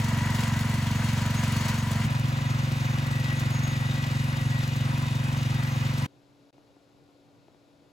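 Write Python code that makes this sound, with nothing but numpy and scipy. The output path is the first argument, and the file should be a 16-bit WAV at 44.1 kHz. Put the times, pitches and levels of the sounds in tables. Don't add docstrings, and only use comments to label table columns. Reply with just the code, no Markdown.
import sys
import numpy as np
from scipy import signal
from scipy.fft import rfft, irfft, next_fast_len
from scipy.io import wavfile
from scipy.ndimage import uniform_filter1d

SR = 44100
rng = np.random.default_rng(int(sys.argv[2]) if len(sys.argv) > 2 else 0)


def store_pcm(level_fs):
    pcm = np.round(np.clip(level_fs, -1, 1) * 32767).astype(np.int16)
    wavfile.write(sys.argv[1], SR, np.atleast_2d(pcm).T)


N = 349256
T = np.arange(N) / SR
SIZE = next_fast_len(N + SR // 4)
F = np.maximum(np.arange(SIZE // 2 + 1) * SR / SIZE, 1)

PLACE_STARTS_S = (0, 2.062, 6.064)
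DIP_S = (6.507, 6.528)

# (time [s], rate [Hz])
FIRING_RATE = [
    [(0.0, 23.16), (0.55, 22.77), (0.71, 23.32), (1.07, 22.75), (1.33, 23.13), (1.48, 22.91), (2.05, 22.99)],
    [(2.08, 22.82), (2.69, 22.92), (2.84, 22.83), (3.03, 23.12), (3.52, 22.89), (4.19, 23.23),
     (4.57, 22.75), (4.84, 23.13), (5.43, 22.96), (5.58, 22.76), (6.05, 23.25)],
]
BITES_PER_S, BITE_SWING_HZ, BITE_SKEW_HZ = 3.044, 0.36, 0.14
BITE_TURN = (0.641, 0.144)
START_TURN = (0.287, 0.25)

# (frequency [Hz], width [Hz], level [dB], delay [ms])
BOOM_MODES = [
    [(50.3, 22.0, -48.4, 12.31), (101.6, 23.2, -31.3, 6.44), (135.8, 36.6, -35.1, 3.12),
     (175.0, 44.4, -42.3, 1.44), (219.4, 52.2, -39.6, 7.61), (276.2, 33.4, -49.2, 0.06),
     (325.1, 43.9, -60.9, 10.0)],
    [(47.9, 22.0, -49.8, 12.74), (109.8, 22.0, -30.6, 9.39), (129.1, 36.7, -32.9, 18.05),
     (215.0, 90.1, -50.7, 8.57), (234.0, 41.2, -44.6, 4.92), (274.0, 29.0, -50.3, 0.83),
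     (349.4, 100.0, -59.6, 14.94)],
]
FIRING_DB = (0.65, 0.53)
# (frequency [Hz], width [Hz], level [dB])
BLOCK_MODES = [
    [(532, 160, -69.5), (675, 38, -65), (966, 81, -57)],
    [(536, 85, -62), (703, 160, -67.5), (939, 84, -65.5)],
]
# (point in the cycle [share], level [dB])
BLOCK_STRIKES = [(.10, 1.5), (0.582, -3.5)]

# (frequency [Hz], relative level [dB per Hz])
CLATTER_COLOUR = [
    [(30, -22), (60, -2), (250, 3.5), (340, -5.5), (430, -13.5), (600, -2), (800, -2.5), (1300, 4),
     (2100, 3), (2800, -9.5), (4000, -50)],
    [(30, -16), (60, 4.5), (250, -7), (340, -1.5), (430, -25), (600, -3.5), (800, 0), (1300, 0),
     (2100, -4.5), (2800, -9.5), (4000, -36)],
]
CLATTER_DB = (-38.5, -39)
# (frequency [Hz], width [Hz], level [dB rms])
CASING_MODES = [
    [(697, 79, -55), (1592, 190, -63), (2836, 430, -50.5), (4360, 70, -54), (6040, 73, -56.5),
     (7000, 200, -75), (7950, 100, -73), (8440, 47, -55), (10150, 120, -60), (12800, 300, -62),
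     (15000, 250, -68)],
    [(535, 105, -55.5), (2518, 140, -52), (2863, 90, -53.5), (3686, 440, -52), (6130, 55, -63.5),
     (8080, 120, -62), (8550, 54, -64), (10120, 510, -62), (12080, 150, -65), (15200, 150, -82)],
]

# (frequency [Hz], relative level [dB per Hz])
HISS_COLOUR = [
    [(1500, -7), (2800, -2), (4500, -6.5), (6000, -10), (8000, -11.5), (10500, -19), (15500, -22)],
    [(1500, -8), (2800, 1), (4000, -0.5), (5200, -3.5), (7500, -10), (10500, -18), (15500, -18.5)],
]
# (time [s], level [dB])
HISS_LEVEL = [
    [(0.0, -38), (0.2, -38), (0.43, -34.5), (0.52, -39), (1.2, -37), (1.7, -35.5), (1.85, -39),
     (2.06, -37.5)],
    [(2.07, -42.5), (4.0, -42), (6.06, -42)],
]

# (time [s], level [dB])
DRONE_LEVEL = [
    [(0.0, -44.5), (0.85, -42.5), (1.4, -47.5), (1.6, -44), (2.06, -52)],
    [(2.07, -47), (2.6, -51.5), (4.8, -57), (5.0, -45), (5.3, -54), (5.7, -49), (6.06, -46)],
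]
DRONE_HZ, DRONE_WANDER_DB = 990, 2.0

WHINE_HZ, WHINE_DB, WHINE_WANDER_DB = 1971, (-48, -48.5), 0.5
# (middle [s], length [s], frequency [Hz], level [dB rms])
GEAR_SINGING = [(0.3, 0.51, 1930, -44), (0.658, 0.21, 1990, -44.5), (3.28, 0.45, 1935, -42.5),
                (3.68, 0.2, 1975, -45), (3.9, 0.27, 1940, -44), (4.196, 0.32, 1960, -43),
                (4.52, 0.36, 1927, -45), (5.62, 0.2, 1920, -44)]

SQUEAL_HZ, SQUEAL_DB, SQUEAL_WANDER_DB = 6560, (-62, -65), 2
# (middle [s], length [s], level [dB])
BELT_CHIRPS = [(0.234, 0.09, -52), (0.48, 0.07, -55), (0.973, 0.05, -53), (1.388, 0.062, -43),
               (1.6, 0.06, -49), (1.702, 0.11, -52), (1.793, 0.039, -49), (2.494, 0.06, -52),
               (2.63, 0.07, -54), (2.813, 0.1, -55), (2.94, 0.05, -54), (3.378, 0.05, -54),
               (3.559, 0.067, -42.5), (3.684, 0.11, -46.5), (3.836, 0.18, -59), (4.167, 0.051, -58),
               (4.49, 0.091, -57), (5.402, 0.046, -56), (5.758, 0.14, -55)]

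# (time [s], noise level at onset before the resonance [dB])
STONE_HITS = [(0.0423, -30), (0.0852, -35), (0.3531, -29), (0.4055, -28.5), (0.4704, -34), (0.5901, -29),
              (0.7407, -29.5), (0.8121, -38.5), (1.565, -29.5), (1.682, -25), (1.9135, -34), (3.3952, -29),
              (5.372, -38)]

# (frequency [Hz], relative level [dB per Hz])
AIR_COLOUR = [(40, -10), (90, -6), (125, 4.5), (180, -6.5), (300, -1), (600, -3), (1000, -10.5),
              (1800, -19), (2600, -17.5), (3100, -19.5), (3800, -17), (5500, -22.5), (6500, -27.5),
              (12000, -33.5), (16000, -40)]
AIR_DB = -60
# (frequency [Hz], level [dB rms])
APPLIANCE_HUM = [(285.3, -64), (1427, -80)]
# (time [s], strike level before the modes [dB])
ROOM_KNOCKS = [(6.581, -51), (6.766, -52.5), (7.048, -60), (7.483, -50.5), (7.546, -50.5)]
# (frequency [Hz], width [Hz], level [dB])
KNOCK_MODES = [(318, 180, -3.5), (734, 390, -2.5), (1400, 1100, -12)]
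FAINT_KNOCKS_PER_S, FAINT_KNOCK_DB = 55, -67

# (frequency [Hz], likeness [0-1], left minus right [dB], left lead [rad])
MIC_PORTS = [
    [(250, 0.87, -1.5, 0.16), (690, 0.78, -1.5, 0.069), (1270, 0.65, 2.5, 0), (2800, 0.77, 2.5, 1),
     (5000, 0.48, 5, 0), (6880, 1, 0, 0.017)],
    [(61.5, 0.99, 1, 0), (247, 0.51, -6, 0.43), (703, 1, 6.5, 1), (1780, 0.23, -0.5, 3), (2670, 0.59, 1, 7),
     (5060, 0.84, 4.5, 5), (7110, 1, 0, 6)],
    [(60, 0.1, -2.5, 0), (348, 0.94, 2, 0), (1300, 0.2, 4, 1), (2800, 0.77, 4.5, .4), (5640, .6, 4.5, 0),
     (6960, 1, -0.5, 0)],
]
TREBLE_TURN_HZ = 4320
TOP_HZ = 15800


def undb(db):
    return 10 ** (np.asarray(db) / 20)


def unit(x):
    return x / np.sqrt(np.mean(x ** 2))


def curve(table):
    s, value = np.transpose(table)
    return np.interp(T, s, value)


def over_hz(table):
    hz, *columns = np.transpose(table)
    return [np.interp(np.log(F), np.log(hz), column) for column in columns]


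def shape(x, response):
    return irfft(rfft(x, SIZE) * response, SIZE)[..., :N]


def mode(hz, width_hz):
    return 1 / (1 + 1j * (F / hz - hz / F) * hz / width_hz)


def struck_modes(table):
    return sum(undb(db) * mode(hz, width_hz) ** 2 for hz, width_hz, db in table)


def walk(rate):
    k = int(SR / rate)
    steps = np.repeat(rng.standard_normal(N // k + 1), k)
    return 1.337 * uniform_filter1d(uniform_filter1d(steps, k), k)[:N]


def noise():
    return rng.standard_normal((2, N))


def tone(hz):
    return np.sin(2 * np.pi * np.cumsum(hz) / SR)


def bump(turn, at, width):
    return np.exp((np.cos(2 * np.pi * (turn - at)) - 1) / (2 * np.pi * width) ** 2)


def swell(middle_s, length_s, db):
    return undb(db) * np.exp(-(2 * (T - middle_s) / length_s) ** 4)


def engine_turns(place):
    bite = 2 * np.pi * (BITES_PER_S * T + BITE_TURN[place])
    hz = curve(FIRING_RATE[place]) + BITE_SWING_HZ * np.sin(bite) - BITE_SKEW_HZ * np.sin(2 * bite)
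    turns = np.cumsum(hz) / SR
    start = int(PLACE_STARTS_S[place] * SR)
    turns += START_TURN[place] + 200 - turns[start]
    return hz, turns


def firing_boom(place, hz, turns, strength):
    cycle, turn = turns.astype(int), turns % 1
    fires = np.diff(cycle, prepend=cycle[0])
    firing = np.zeros(SIZE)
    firing[:N] = fires * SR / hz * undb(FIRING_DB[place] + 0.6 * strength)
    firing[-int(turn[0] * SR / hz[0])] = SR / hz[0]
    response = 0
    for mode_hz, width_hz, db, delay_ms in BOOM_MODES[place]:
        delay = np.exp(-2j * np.pi * F * delay_ms / 1000)
        response = response + undb(db) * mode(mode_hz, width_hz) ** 2 * delay
    return shape(firing, response)


def block_strikes(place, hz, turns):
    strikes = np.zeros(N)
    for at, db in BLOCK_STRIKES:
        before = turns[0] // 1 - (turns[0] % 1 < at)
        count = np.floor(turns - at - 0.0051 * walk(20))
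        strikes += np.diff(count, prepend=before) * undb(db)
    blows = np.maximum(strikes, 0) * SR / hz * undb(1.25 * walk(40))
    return shape(blows, struck_modes(BLOCK_MODES[place]))


def loose_clatter(place, knock, grit):
    flicker = undb(0.92 * walk(12) + 1.22 * walk(350))
    shaken = knock * flicker * grit * noise()
    return undb(CLATTER_DB[place]) * unit(shape(shaken, undb(over_hz(CLATTER_COLOUR[place])[0])))


def casing_rattle(place, knock):
    rattle = np.zeros((2, N))
    for hz, width_hz, db in CASING_MODES[place]:
        shaken = knock * undb(min(hz / 600, 2.8) * walk(24)) * noise()
        rattle += undb(db) * unit(shape(shaken, mode(hz, width_hz) ** 2))
    return rattle


def gas_hiss(place, turn, grit, puff_chance, late_chance, spit_chance):
    puff = (1 + 0.5 * undb(4.1 * puff_chance) * bump(turn, 0.35, 0.13)
            + 0.25 * undb(9.8 * late_chance) * bump(turn, 0.71, 0.076))
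    colour = undb(over_hz(HISS_COLOUR[place])[0])
    gas = shape(puff * grit * undb(0.37 * walk(8.85)) * noise(), colour)
    opening = undb(3.7 * spit_chance) * bump(turn, 0.33, 0.067)
    spit = shape(opening * noise(), colour * mode(13200, 9000))
    return undb(curve(HISS_LEVEL[place])) * unit(gas + undb(11.5) * spit)


def cover_drone(place, knock):
    level = undb(curve(DRONE_LEVEL[place]) + DRONE_WANDER_DB * walk(5.45))
    return level * unit(shape(knock * noise(), mode(DRONE_HZ, 126) ** 2))


def gear_whine(place):
    band = mode(WHINE_HZ, 41) + 0.23 * mode(0.99 * WHINE_HZ, 130)
    level = undb(WHINE_DB[place] + WHINE_WANDER_DB * walk(5.84))
    whine = level * unit(shape(noise(), band))
    waver_hz = 7 * walk(30)
    flutter = np.sqrt(2) * undb(3.0 * walk(46))
    for middle_s, length_s, hz, db in GEAR_SINGING:
        whine[0] += flutter * swell(middle_s, length_s, db) * tone(hz + waver_hz)
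    return whine


def belt_squeal(place):
    slip = undb(SQUEAL_DB[place] + SQUEAL_WANDER_DB * walk(12))
    slip = slip + sum(swell(*chirp) for chirp in BELT_CHIRPS)
    return slip * undb(2.5 * walk(43)) * tone(SQUEAL_HZ + 12 * walk(30))


def stones_on_tines():
    envelope = np.zeros(N)
    for s, db in STONE_HITS:
        envelope += undb(db) * (T >= s) * np.exp(-np.log(1000) * np.abs(T - s) / 0.088)
    return shape(envelope * noise(), mode(4400, 4000))


def microphone_ports(pair, table):
    likeness, pan_db, lead = over_hz(table)
    likeness = np.clip(likeness, 0, 1)
    lead = lead - 2 * np.pi * np.maximum(F - table[-1][0], 0) / TREBLE_TURN_HZ
    right_gain = undb(-pan_db)
    shared = shape(pair[0], likeness * np.exp(-1j * lead) * right_gain)
    own = shape(pair[1], np.sqrt(1 - likeness ** 2) * right_gain)
    return np.array([pair[0], shared + own])


def tiller(place):
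    hz, turns = engine_turns(place)
    cycle, turn = turns.astype(int), turns % 1
    draws = np.clip(rng.standard_normal((cycle[-1] + 1, 4)), -1.7, 1.7)
    strength, puff_chance, late_chance, spit_chance = draws[cycle].T
    knock = 1 + 0.18 * bump(turn, 0.13, 0.017) + 0.085 * bump(turn, 0.68, 0.073)
    grit = undb(np.minimum(2.77 * rng.exponential(size=N), 11))
    pair = loose_clatter(place, knock, grit) + casing_rattle(place, knock)
    pair += gas_hiss(place, turn, grit, puff_chance, late_chance, spit_chance)
    pair += cover_drone(place, knock) + gear_whine(place)
    pair += block_strikes(place, hz, turns) + belt_squeal(place) + stones_on_tines()
    pair[0] += firing_boom(place, hz, turns, strength)
    return microphone_ports(pair, MIC_PORTS[place])


def room_air():
    colour = undb(over_hz(AIR_COLOUR)[0])
    air = np.zeros((2, N))
    for hz in 50 * 2 ** np.arange(0, 8.5, 0.5):
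        flicker = undb(min(900 / hz, 2.4) * walk(22))
        air += shape(flicker * noise(), colour * mode(hz, hz / 2))
    return undb(AIR_DB) * unit(air)


def appliance_hum():
    hum = np.zeros(N)
    for hz, db in APPLIANCE_HUM:
        phase = 2 * np.pi * hz * T + 0.25 * walk(9)
        hum += undb(db + 0.67 * walk(4.6)) * np.sqrt(2) * np.sin(phase)
    return hum


def room_knocks():
    s, strike_db = np.transpose(ROOM_KNOCKS)
    faint = rng.random(N) < FAINT_KNOCKS_PER_S / SR
    blows = faint * undb(FAINT_KNOCK_DB + 1.5 * walk(3.7)) * rng.uniform(-1, 1, N)
    blows[(s * SR).astype(int)] = undb(strike_db)
    response = sum(undb(db) * mode(hz, width_hz) ** 2 * SR / width_hz for hz, width_hz, db in KNOCK_MODES)
    return shape(blows, response)


def room():
    pair = room_air()
    pair[0] += appliance_hum() + room_knocks()
    dip = np.where((T > DIP_S[0]) & (T < DIP_S[1]), undb(-30), 1)
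    return microphone_ports(pair, MIC_PORTS[2]) * dip


def scene():
    far, indoors = [np.clip((T - s) / 0.0061 + 0.5, 0, 1) for s in PLACE_STARTS_S[1:]]
    return (1 - far) * tiller(0) + (far - indoors) * tiller(1) + indoors * room()


def record(dry):
    low_pass = signal.ellip(10, 0.2, 80, TOP_HZ, fs=SR, output="sos")
    return signal.sosfilt(low_pass, dry)


dry = scene()
out = record(dry)
store_pcm(out)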